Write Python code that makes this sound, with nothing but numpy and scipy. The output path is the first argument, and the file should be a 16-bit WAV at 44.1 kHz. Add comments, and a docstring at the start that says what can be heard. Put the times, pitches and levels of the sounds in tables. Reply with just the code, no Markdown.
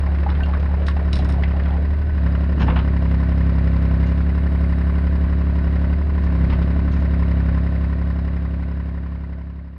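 """A three-cylinder diesel excavator works in a yard; everything is built from tones and filtered noise.
From the start the exhaust sounds as tones of the engine cycle; the engine knocks and rings, the frame rumbles.
In the first seconds scraps of wood crack and knock under the raking bucket and loose steel links clink.
From 2.6 s the bucket clanks on its pins as it lifts, as noise and steel modes, with two low boom thumps.
Near 4.7 s a valve hisses faintly; late clanks follow, and the sound fades from 7.3 s, not quite to silence."""
import sys
import numpy as np
from scipy import signal
from scipy.fft import rfft, irfft
from scipy.io import wavfile
from scipy.ndimage import uniform_filter1d

SR = 44100
rng = np.random.default_rng(int(sys.argv[2]) if len(sys.argv) > 2 else 0)


def to_wav(sig):
    """Store sig (one row per channel, or 1-D mono) as 16-bit WAV at the path in sys.argv[1].

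    Samples outside -1..1 are clipped; the rate is SR.
    """
    pcm = np.clip(np.atleast_2d(sig), -1, 1) * 32767
    pcm = np.round(pcm).astype(np.int16)
    wavfile.write(sys.argv[1], SR, pcm.T)  # frames by channels


N = 431290
TIME = np.arange(N) / SR  # s

# Speed of the crankshaft: time_s, speed_rpm
CRANK_SPEED = [(0.0, 1407.4), (1.01, 1424.0), (1.16, 1383.6), (1.74, 1407.7), (2.1, 1506.9), (2.25, 1359.2),
               (2.55, 1418.1), (2.68, 1295.9), (2.85, 1370.2), (2.98, 1372), (3.11, 1347), (3.26, 1368),
               (3.42, 1353.5), (3.95, 1338.1), (4.32, 1400.3), (4.78, 1379.0), (4.98, 1402.0),
               (5.87, 1386.7), (6.05, 1462.5), (6.41, 1345.3), (6.9, 1398.2), (7.55, 1351.4),
               (7.82, 1375.8), (9.78, 1371.9)]
START_PLACE = -.068  # engine cycles
# The governor lets the revs droop under the pump's load, so the speed tells how hard the engine works.
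WORKING_RPM, LOAD_DB_PER_RPM = 1393.6, 0.06
IDLE_DB, FULL_DB = -5, 3  # load with the pump unloaded, and at its relief pressure
# Exhaust tones before load and shading: order (multiple of the four-stroke cycle rate; firing is every third),
# level_db (rms), load_gain (share of the amplitude gained per dB of load)
EXHAUST_TONES = [(3, -40.5, -.1), (4, -47.5, .25), (5, -40.5, .28), (6, -17, .018), (7, -35, .12),
                 (8, -39, -.05), (9, -31.8, .33), (10, -52, 0), (11, -50, -.25), (12, -38.5, .2),
                 (13, -43.5, -.05), (14, -41, -.08), (15, -26.8, .13), (18, -43.7, .12), (19, -49.5, .1),
                 (21, -36.2, .07), (24, -38.8, .12), (25, -52, .06), (27, -46, .04), (30, -50, -.12),
                 (33, -44.5, -.03), (36, -52, .1), (45, -51, 0), (57, -53, 0)]
# The upper exhaust tones are shaded, less and less, until the cab has swung round.
SWING_S, SHADE_DB, SHADED_ORDER = 3.0, -8, 10.5  # shading sets in above this order, in full at twice it
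# Blows in one engine cycle, levels relative: place_cycles, thud_db, knock_db, tick_db
CYCLE_BLOWS = [(.945, -3, -12, -14), (.05, -4, -8, -8), (.14, -12, -6, -9), (.3, -2, -5, -3),
               (.345, -4, -4, -8), (.45, -6, -7, -7), (.595, -4, -10, -12), (.64, -5, -2, -2),
               (.69, -3, -4, -8), (.755, -7, -6, -11)]
# Overall spectrum of the engine clatter, falling steeply above 5.2 kHz, relative:
# frequency_hz, density_db (per Hz)
CLATTER_SPECTRUM = [(100, -29), (220, -9.5), (330, -7), (400, -3), (465, -9), (620, -4), (780, -8.5),
                    (1300, -9.5), (2000, -12), (2500, -18), (3300, -25.5), (5200, -31), (5550, -40.5),
                    (9100, -40), (10300, -58)]
# Resonances and hollows of the covers: frequency_hz, width_hz, gain_db
COVER_RESONANCES = [(535, 63, 5), (640, 40, 5), (970, 25, 4.5), (1050, 60, 5), (1135, 30, 3),
                    (1290, 30, -1.5), (1430, 30, -1.5), (1510, 43, 7), (1590, 30, -2), (1820, 400, 3.3),
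                    (2230, 50, -2.5), (2320, 60, 2.5), (2410, 50, -3), (2820, 220, 1.5), (3180, 100, -2),
                    (3880, 180, 4.8), (4044, 60, 3.5), (4330, 80, -3.5), (4700, 200, 3.5),
                    (4840, 100, -3.5)]
CLATTER_DB, CLATTER_PER_LOAD = -38.1, 0.43  # level at zero load, and dB gained per dB of load
# Engine parts that ring once a cycle, before load and scatter:
# place_cycles, frequency_hz, peak_db (relative), peak_ms (time to the peak)
PART_RINGS = [(.055, 4400, -59, 1.6), (.94, 550, -35.5, 3.2), (.3, 640, -34.5, 2.8), (.305, 1040, -40, 3.0),
              (.3, 2820, -47, 1.9), (.335, 5120, -58, 2.8), (.36, 1850, -43.5, 2.4), (.415, 760, -42, 3.0),
              (.585, 520, -40, 3.4), (.642, 1010, -33.8, 3.0), (.645, 2960, -49, 2.4),
              (.635, 4400, -57.5, 1.8), (.665, 5150, -57, 2.6), (.695, 1830, -37.7, 2.3),
              (.765, 2050, -37.7, 1.6)]
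# The parts rattle as they ring: line width as a share of the pitch, growing with pitch up to this frequency.
RING_WIDTH, RING_WIDTH_HZ = .025, 3000
# Steady rumble of the frame, relative: frequency_hz, density_db (per Hz)
RUMBLE_COLOUR = [(12, -9), (28, 6), (75, 3.5), (125, 0.5), (175, -2.5), (260, -6), (450, -14), (900, -64.5),
                 (4000, -87)]
SHUDDER_DB, JOLT_RISE_S = -37.5, 0.075  # rms of the rumble; e-fold time of a jolt's growth
# Jolts as the boom starts and stops: peak_s, level_db, decay_s (e-fold time)
BOOM_JOLTS = [(0.348, -33, 0.41), (1.171, -26, 0.27), (2.17, -43, 0.2), (2.619, -21, 0.16),
              (5.598, -44, .4), (6.15, -33, 0.29), (6.42, -27, 0.53), (6.92, -29, 0.091)]
# Shaking under a jolt, relative: frequency_hz, density_db (per Hz)
SHAKING_COLOUR = [(12, -10), (28, 4), (55, -2), (85, 2), (140, 3), (200, 1), (280, -4), (450, -15),
                  (900, -60), (4000, -87)]
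# Wood snapping and scraping under the bucket: start_s, level_db, centre_hz, spread_octaves, t60_s
WOOD_CRACKS = [(.233, -42, 2400, 0.38, .025), (.29, -30.5, 1000, 0.52, 0.12), (0.35, -34, 1380, 1.2, 0.062),
               (0.403, -37, 1490, 0.3, 0.2), (0.536, -32, 1400, 0.5, 0.07), (.598, -43, 2660, 0.62, 0.054),
               (.82, -36, 1200, 0.68, 0.035), (0.866, -40, 3230, 0.8, 0.1), (0.882, -22, 1500, 0.7, 0.03),
               (1.292, -29.5, 813, 0.65, 0.062), (1.436, -26, 1950, 0.45, 0.03),
               (1.598, -33, 1400, 0.68, 0.04), (1.657, -33.5, 900, 0.73, 0.099),
               (2.351, -31, 1100, 0.74, 0.045)]
SPLINTERS_PER_S = 3500
# Boards knocking together: start_s, level_db, pitch_hz, t60_s
BOARD_KNOCKS = [(.035, -32, 736, .05), (.072, -30, 790, .05), (.262, -18, 805, .055), (.404, -32, 1540, .1),
                (.432, -30, 2780, .065), (.498, -29, 860, .07), (.532, -26, 1120, .07),
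                (.547, -28, 700, .05), (.549, -31, 1500, .05), (.629, -30, 780, .06), (.737, -29, 850, .06),
                (.819, -31, 900, .04), (.883, -23, 1100, .04), (.965, -26, 780, .05),
                (1.192, -28, 743, .07), (1.384, -25, 690, .05), (1.437, -21.5, 2008, .04)]
# Modes of a board: ratio (multiple of its pitch), level_db (relative)
BOARD_MODES = [(1, 0), (1.13, -10), (1.58, -13), (2.45, -22)]
# Loose steel links clinking at the bucket: start_s, level_db, tilt_db (per octave)
LINK_CLINKS = [(0.293, -41, -6), (.301, -28, -13), (.867, -31, -1), (0.884, -31.5, 3), (1.13, -19, -3),
               (1.156, -26, 1), (1.168, -34, 0), (1.189, -27.5, -5), (1.246, -36, 1), (1.289, -37, 8),
               (1.3, -35.5, 9), (1.323, -36, 5)]
# Ringing of the links, before tilt: frequency_hz, level_db (relative), t60_s
LINK_MODES = [(2482, -14, .04), (2860, -11, .05), (3480, -4, .025), (3900, -2, .03), (4030, -7, .05),
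              (4700, -10, .025), (5184, -8, .04), (5380, -11, .04)]
# Gritty contact between links, before tilt: frequency_hz, density_db (per Hz, relative)
CONTACT_COLOUR = [(1000, -20), (2800, -3.5), (3200, -10), (3850, 3), (4400, -8), (5200, -4), (6000, -12),
                  (6800, -15), (8500, -14.5), (9500, -19), (10300, -34), (14000, -52.5)]
# Bucket and linkage striking their pins:
# start_s, rattle_db, ring_db, tilt_db (per octave), edge_hz (upper edge of the rattle), t60_s (of the rattle)
PIN_CLANKS = [(2.572, -35, -54, -7.5, 3000, .12), (2.595, -28.5, -49, -1.5, 7060, 0.1),
              (2.616, -24.5, -43, -1.5, 6500, 0.075), (2.677, -20.5, -36.5, -6, 4200, 0.095),
              (2.699, -25.5, -38.5, -4.5, 4200, 0.1), (2.757, -25, -41, -3, 4000, 0.08),
              (2.767, -24.5, -40, -.5, 3800, 0.065), (2.785, -29, -45, 1, 4220, 0.075),
              (4.06, -44.5, -64, 3, 7200, 0.18), (6.233, -51, -70, 7.5, 6440, 0.11),
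              (6.495, -35, -54, -0.5, 5040, 0.19), (6.522, -31.5, -49, -1, 5000, 0.11),
              (6.62, -44, -64, 6, 5030, 0.1), (6.915, -46.5, -68, 5.5, 7050, 0.19),
              (6.995, -51.5, -72, 6, 7000, .1)]
# Rattle of a clank, before tilt and edge: frequency_hz, density_db (per Hz, relative)
RATTLE_COLOUR = [(100, -13.5), (450, -12.5), (800, -0.5), (1400, -4), (2100, -7.5), (2900, -7), (4300, -18),
                 (6800, -21), (8000, -52), (12000, -70.5)]
# Ringing of the steel bucket, before tilt and scatter: frequency_hz, level_db (relative), t60_s
BUCKET_MODES = [(505, -4, .6), (650, -1, .12), (727, -1, .25), (842, 3, .32), (924, 6, .28), (998, 2, .3),
                (1048, 0, .2), (1136, 1, .25), (1259, -2, .2), (1400, -3, .16), (1512, 1, .22),
                (1770, -4, .14), (2121, -6, .16), (2422, -6, .14), (2702, -5, .18), (2860, -8, .14),
                (2993, -9, .14), (4044, -18, .25)]
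# Boom thumping as it takes up its slack: start_s, level_db, pitch_hz, t60_s
BOOM_THUMPS = [(2.572, -27, 250, .08), (2.596, -23.5, 235, .07)]
# Oil hissing through a valve as the arm reaches out: the flow peaks at VALVE_S
VALVE_S, VALVE_LENGTH_S, VALVE_DB, VALVE_HZ, VALVE_OCTAVES = 4.65, 0.63, -73.5, 8800, .1
# Response of the microphone: frequency_hz, gain_db
MICROPHONE_RESPONSE = [(5400, -0.5), (6100, -7), (6700, -1), (7600, -16), (8300, -2), (9000, -1.5),
                       (10200, -2), (12000, 4), (15000, -5.5)]
FADE_FROM, FADE_TO, EDGE_HZ = 7.27, 10.12, 15700  # s, s (beyond the end), upper band limit


def amp(db):
    """The decibel law: amplitude is ten to the power of dB / 20."""
    return 10 ** (np.asarray(db) / 20)


def unit(x):
    """Normalisation by mean power: scales to rms 1."""
    return x / np.sqrt(np.mean(x ** 2) + 1e-20)


def curve(rows):
    """Linear interpolation in time of a table of (s, value)."""
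    return np.interp(TIME, *np.transpose(rows))


def read(points, hz):
    """Interpolation of a spectrum in dB along logarithmic frequency."""
    f, db = np.transpose(points)
    return np.interp(np.log(hz + 1), np.log(f), db)


def bins(x):
    """Harmonic analysis: the frequencies of the spectrum of x."""
    return np.fft.rfftfreq(len(x), 1 / SR)


def colour(x, db):
    """Linear filtering: a gain in dB for each frequency, then rms 1."""
    return unit(irfft(rfft(x) * amp(db), len(x)))


def wander(hz):
    """Band-limited chance: noise up to the given rate, rms 1."""
    noise = rng.standard_normal(N)
    return unit(irfft(rfft(noise) * (bins(noise) < hz), N))


def add(mix, s, sound):
    """Superposition: adds a sound into the mix at a given second."""
    part = mix[max(round(s * SR), 0):][:len(sound)]
    part += sound[:len(part)]


def above(hz, edge_hz):
    """Low-pass law: the steep fall in dB above an edge."""
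    return -10 * np.log10(1 + (hz / edge_hz) ** 14)


def burst(drive, shape_db, t60):
    """Minimum-phase resonance: a dying excitation sounds through a body's gain, starting at about rms 1."""
    n = len(drive)
    envelope = amp(-60 * TIME[:n] / t60)
    cepstrum = irfft(np.log(amp(np.maximum(shape_db, -100))), n)
    # folding the cepstrum into its first half makes the body respond at once
    body = np.exp(rfft(2 * cepstrum * (np.arange(n) < n // 2)))
    return unit(irfft(rfft(drive * envelope) * body, n)) * np.sqrt(np.mean(envelope ** 2))


def exhaust(cycles, load_db, pipe_q=4, lead=0.021, waver=0.046, restless=0.083):
    """Harmonic sum: lower firing harmonics are phase-locked; upper and between tones wander in phase and level."""
    out, strength = np.zeros(N), 1 + waver * wander(12)
    shade_db = SHADE_DB * np.clip(1 - TIME / SWING_S, 0, 1)
    for order, db, gain in EXHAUST_TONES:
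        if order in (3, 6, 9, 12, 15, 18):
            # the pipe resonates at twice the firing rate: tones below it lead, tones above it lag
            detune = order / 6 - 6 / order
            early = (order - 6) * lead  # cycles by which the pulse's steep front brings upper tones forward
            tone = np.cos(2 * np.pi * (order * cycles + early) - np.arctan(pipe_q * detune)) * strength
        else:
            phase = 2 * np.pi * (order * cycles + rng.random()) + restless * wander(1.8)
            tone = np.cos(phase) * (1 + restless / 2 * wander(3))
        shaded_db = db + shade_db * np.clip(order / SHADED_ORDER - 1, 0, 1)
        out += np.sqrt(2) * amp(shaded_db) * (1 + gain * load_db) * tone
    return out


def blows(cycles, levels_db, decay, between_db, repeat, scatter_db, rise=0.024, jitter=0.0077):
    """Cyclic excitation: bursts of noise (rise, decay, jitter in cycles), a power share 'repeat' alike each cycle."""
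    envelope = np.full(N, amp(between_db) ** 2)  # holds power until the root below
    place = cycles + jitter * wander(13)
    for row, db in zip(CYCLE_BLOWS, levels_db):
        turn, age = np.divmod(place - row[0] + 2, 1)
        force = amp(db + scatter_db * rng.uniform(-1, 1, size=200))[turn.astype(int)]
        envelope += (force * (1 - np.exp(-age / rise)) * np.exp(-age / decay)) ** 2
    ring = signal.resample(rng.standard_normal(size=2048), 16384)
    alike = ring[(cycles % 1 * len(ring)).astype(int)]
    fresh = rng.standard_normal(N)
    return unit(np.sqrt(envelope) * (np.sqrt(repeat) * alike + np.sqrt(1 - repeat) * fresh))


def clatter(cycles, load_db, thud_hz=750, tick_hz=2500, thud_per_load=0.067):
    """Source and filter: thuds, knocks and ticks take on an overall spectrum and the covers' resonances."""
    _, thud_db, knock_db, tick_db = np.transpose(CYCLE_BLOWS)
    thud = blows(cycles, thud_db, decay=0.034, between_db=-20.5, repeat=0.5, scatter_db=0.0)
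    thud = thud * amp(thud_per_load * load_db)  # combustion hits harder under load
    # piston knock and injector ticks
    slap = blows(cycles, knock_db, decay=0.11, between_db=-9, repeat=0.3, scatter_db=3, rise=0.007)
    tick = blows(cycles, tick_db, decay=0.17, between_db=-6, repeat=0.25, scatter_db=4, rise=0.007)
    hz = bins(thud)
    # thuds fill the low band, knocks the middle and ticks the high one
    low = 1 / (1 + (hz / thud_hz) ** 6)
    high = 1 - 1 / (1 + (hz / tick_hz) ** 6)
    spectrum = rfft(thud) * np.sqrt(low)
    spectrum += rfft(slap) * np.sqrt((1 - low) * (1 - high))
    spectrum += rfft(tick) * np.sqrt(high)
    drive = irfft(spectrum, N)
    covers_db = sum(db / (1 + (2 * (hz - f) / width) ** 2) for f, width, db in COVER_RESONANCES)
    level = amp(CLATTER_DB + CLATTER_PER_LOAD * load_db)
    return level * colour(drive, read(CLATTER_SPECTRUM, hz) + covers_db)


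def rings(cycles, load_db, level_db=-1.5, per_load=0.52, scatter_db=2.5, jitter_s=.00013, detune=.011):
    """Impulsive resonance: cylinders and valves set parts ringing at set places in the cycle, never quite alike."""
    out, t = np.zeros(N), TIME[:SR // 25]
    turns = np.arange(np.ceil(cycles[-1]))
    for place, hz, db, peak_ms in PART_RINGS:
        starts = np.interp(turns + place, cycles, TIME)
        age = t * 1000 / peak_ms
        envelope = amp(level_db + db) * age * np.exp(1 - age)
        width_hz = RING_WIDTH * min(hz / RING_WIDTH_HZ, 1) * hz
        for s, (size, late, pitch) in zip(starts, rng.standard_normal((len(starts), 3))):
            force = amp(scatter_db * size + per_load * load_db[int(s * SR)])
            # a random walk of the phase widens the spectral line
            blur = np.cumsum(rng.standard_normal(len(t))) * np.sqrt(2 * np.pi * width_hz / SR)
            blur = uniform_filter1d(blur, size=48)
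            tone = np.sin(2 * np.pi * hz * (1 + detune * pitch) * t + blur)
            add(out, s + jitter_s * late, force * envelope * tone)
    return out


def shudder():
    """Forced vibration: frame and tracks rumble steadily; each boom jolt shakes the cab's panels and dies away."""
    power = 0
    for s, db, dying_s in BOOM_JOLTS:
        age = TIME - s
        power = power + (amp(db) * np.exp(np.minimum(age / JOLT_RISE_S, -age / dying_s))) ** 2
    steady, shaken = rng.standard_normal((2, N))
    hz = bins(steady)
    rumble = amp(SHUDDER_DB) * colour(steady, read(RUMBLE_COLOUR, hz))
    return rumble + np.sqrt(power) * colour(shaken, read(SHAKING_COLOUR, hz))


def crack(s, db, centre_hz, spread, t60, reach=2.6):
    """Random impulses through a resonance: splinters ring around a piece's pitch; small pieces reach higher."""
    n = SR // 5
    clicks = rng.standard_normal(n) * (rng.random(n) < SPLINTERS_PER_S / SR)
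    hz = bins(clicks)
    widths_away = np.log2((hz + 1) / centre_hz) / spread
    shape_db = -20 * np.log10(1 + widths_away ** 2) + above(hz, np.clip(reach * centre_hz, 4000, 9000))
    return s, amp(db) * burst(clicks, shape_db, t60)


def knock(s, db, hz, t60, ring_db=-1.5, grit_db=-7, grit_spread=.28, rise_s=.0018):
    """Modal decay: a struck board rings, its upper modes dying sooner, while its splintered edge crunches."""
    _, grit = crack(s, grit_db, hz, grit_spread, t60, reach=1.4)
    t = TIME[:len(grit)]
    modes = 0
    for ratio, level in BOARD_MODES:
        envelope = amp(level - 60 * t * np.sqrt(ratio) / t60)
        modes = modes + envelope * np.sin(2 * np.pi * (hz * ratio * t + rng.random()))
    return s, amp(db) * (np.sqrt(2) * amp(ring_db) * modes + grit) * (1 - np.exp(-t / rise_s))


def wood(rake_from=0, rake_to=1.8, chips_db=-40.5, chip_spread=0.3, drag_db=-39.5, drag_hz=500,
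         drag_range=3.0, drag_t60=.2, count=46):
    """Superposed impacts: single pieces, and chips tumbling and boards bumping while the bucket rakes."""
    out = np.zeros(N)
    for row in WOOD_CRACKS:
        add(out, *crack(*row))
    for row in BOARD_KNOCKS:
        add(out, *knock(*row))
    starts = rake_from + (rake_to - rake_from) * rng.random((count, 2))
    for (chip_s, bump_s), (size, pitch) in zip(starts, rng.random((count, 2))):
        add(out, *crack(chip_s, chips_db + 7 * size - 6 * pitch, 1100 * 3 ** pitch, chip_spread, 0.02))
        add(out, *crack(bump_s, drag_db + 5 * size, drag_hz * drag_range ** (pitch - .5), .22, drag_t60))
    return out


def clink(s, db, tilt_db, ring_db=-7.5, contact_db=-3, contact_t60=0.024, tail_db=-22, tail_t60=0.18,
          centre_hz=4200):
    """Contact and modal decay: steel meets steel with brief grit and a jangling tail, and the link rings."""
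    t = TIME[:SR // 5]
    ring = 0
    for f, level, life in LINK_MODES:
        envelope = amp(level + tilt_db * np.log2(f / centre_hz) - 60 * t / life)
        ring = ring + envelope * np.sin(2 * np.pi * (f * t + rng.random()))
    hz = bins(t)
    shape_db = read(CONTACT_COLOUR, hz) + tilt_db * np.log2((hz + 1) / centre_hz)
    contact = burst(rng.standard_normal(len(t)), shape_db, contact_t60)
    tail = burst(rng.standard_normal(len(t)), shape_db, tail_t60)
    mixed = amp(ring_db) * ring + amp(contact_db) * contact + amp(tail_db) * tail
    return s, amp(db) * mixed * (1 - np.exp(-t / .0005))


def links(rattle_from=1.14, rattle_to=1.2, rattle_db=-49, range_db=8, tilt_db=4, count=16):
    """Repeated impact: clear clinks one by one; the hardest leaves the links rattling for a moment."""
    out = np.zeros(N)
    for row in LINK_CLINKS:
        add(out, *clink(*row))
    for when, size in rng.random((count, 2)):
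        start_s = rattle_from + (rattle_to - rattle_from) * when
        add(out, *clink(start_s, rattle_db + range_db * size, tilt_db))
    return out


def bucket(grit=0.23, rise_s=0.0036, ring_tilt=.5):
    """Modal excitation: each blow on the pins rattles and rings the steel in a new mix; the boom thumps below."""
    out, t = np.zeros(N), TIME[:SR]
    for s, db, ring_db, tilt_db, edge_hz, t60 in PIN_CLANKS:
        chatter = np.exp(grit * np.repeat(rng.standard_normal(size=SR // 100), 100))
        noise = rng.standard_normal(len(t)) * chatter * (1 - np.exp(-t / rise_s))
        hz = bins(noise)
        shape_db = read(RATTLE_COLOUR, hz) + tilt_db * np.log2(hz / 1000 + 0.064) + above(hz, edge_hz)
        add(out, s, amp(db) * burst(noise, shape_db, t60))
        ring = 0
        for f, level, life in BUCKET_MODES:
            mode_db = level + 2 * rng.standard_normal() + ring_tilt * tilt_db * np.log2(f / 1000)
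            ring = ring + amp(mode_db - 60 * t / life) * np.sin(2 * np.pi * (f * t + rng.random()))
        add(out, s, amp(ring_db) * ring * (1 - np.exp(-t / 0.0016)))
    for s, db, hz, t60 in BOOM_THUMPS:
        thump = np.sqrt(2) * amp(db - 60 * t / t60) * np.sin(2 * np.pi * hz * t)
        add(out, s, thump * (1 - np.exp(-t / rise_s)))
    return out


def valve():
    """Flow noise: a thin, high band of hiss swells and sinks with the flow of oil."""
    noise = rng.standard_normal(N)
    widths_away = np.log2((bins(noise) + 1) / VALVE_HZ) / VALVE_OCTAVES
    flow = np.exp(-((TIME - VALVE_S) / VALVE_LENGTH_S) ** 2)
    return amp(VALVE_DB) * flow * colour(noise, -20 * np.log10(1 + widths_away ** 2))


def yard(x, echo_db=-11, t60=0.14):
    """Scattering: sheds and trees return a thin, short echo as sparse, dying reflections."""
    t = TIME[:SR // 2]
    sparse = rng.standard_normal(len(t)) * (rng.random(len(t)) < 1500 / SR)  # 1500 reflections per s
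    taps = sparse * (t > .008) * amp(-60 * t / t60)
    return x + amp(echo_db) * signal.fftconvolve(x, taps / np.linalg.norm(taps))[:N]


def scene():
    """Four-stroke timing: one cycle takes two turns of the crank; the load follows from the droop of the revs."""
    rpm = curve(CRANK_SPEED)
    cycles = START_PLACE + np.cumsum(rpm) / (2 * 60) / SR
    load_db = np.clip(LOAD_DB_PER_RPM * (WORKING_RPM - rpm), IDLE_DB, FULL_DB)
    engine = exhaust(cycles, load_db) + clatter(cycles, load_db) + rings(cycles, load_db)
    impacts = yard(wood() + links() + bucket())
    return (engine + shudder() + impacts + valve())[None]


def record(dry):
    """Transducer response: the microphone's colour, a straight fade, then a linear-phase band limit."""
    heard = irfft(rfft(dry[0]) * amp(read(MICROPHONE_RESPONSE, bins(dry[0]))), N)
    faded = heard * np.clip((FADE_TO - TIME) / (FADE_TO - FADE_FROM), 0, 1)
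    low_pass = signal.firwin(511, EDGE_HZ, window=("kaiser", 9), fs=SR)
    return signal.oaconvolve(faded, low_pass, "same")[None]


dry = scene()
out = record(dry)
to_wav(out)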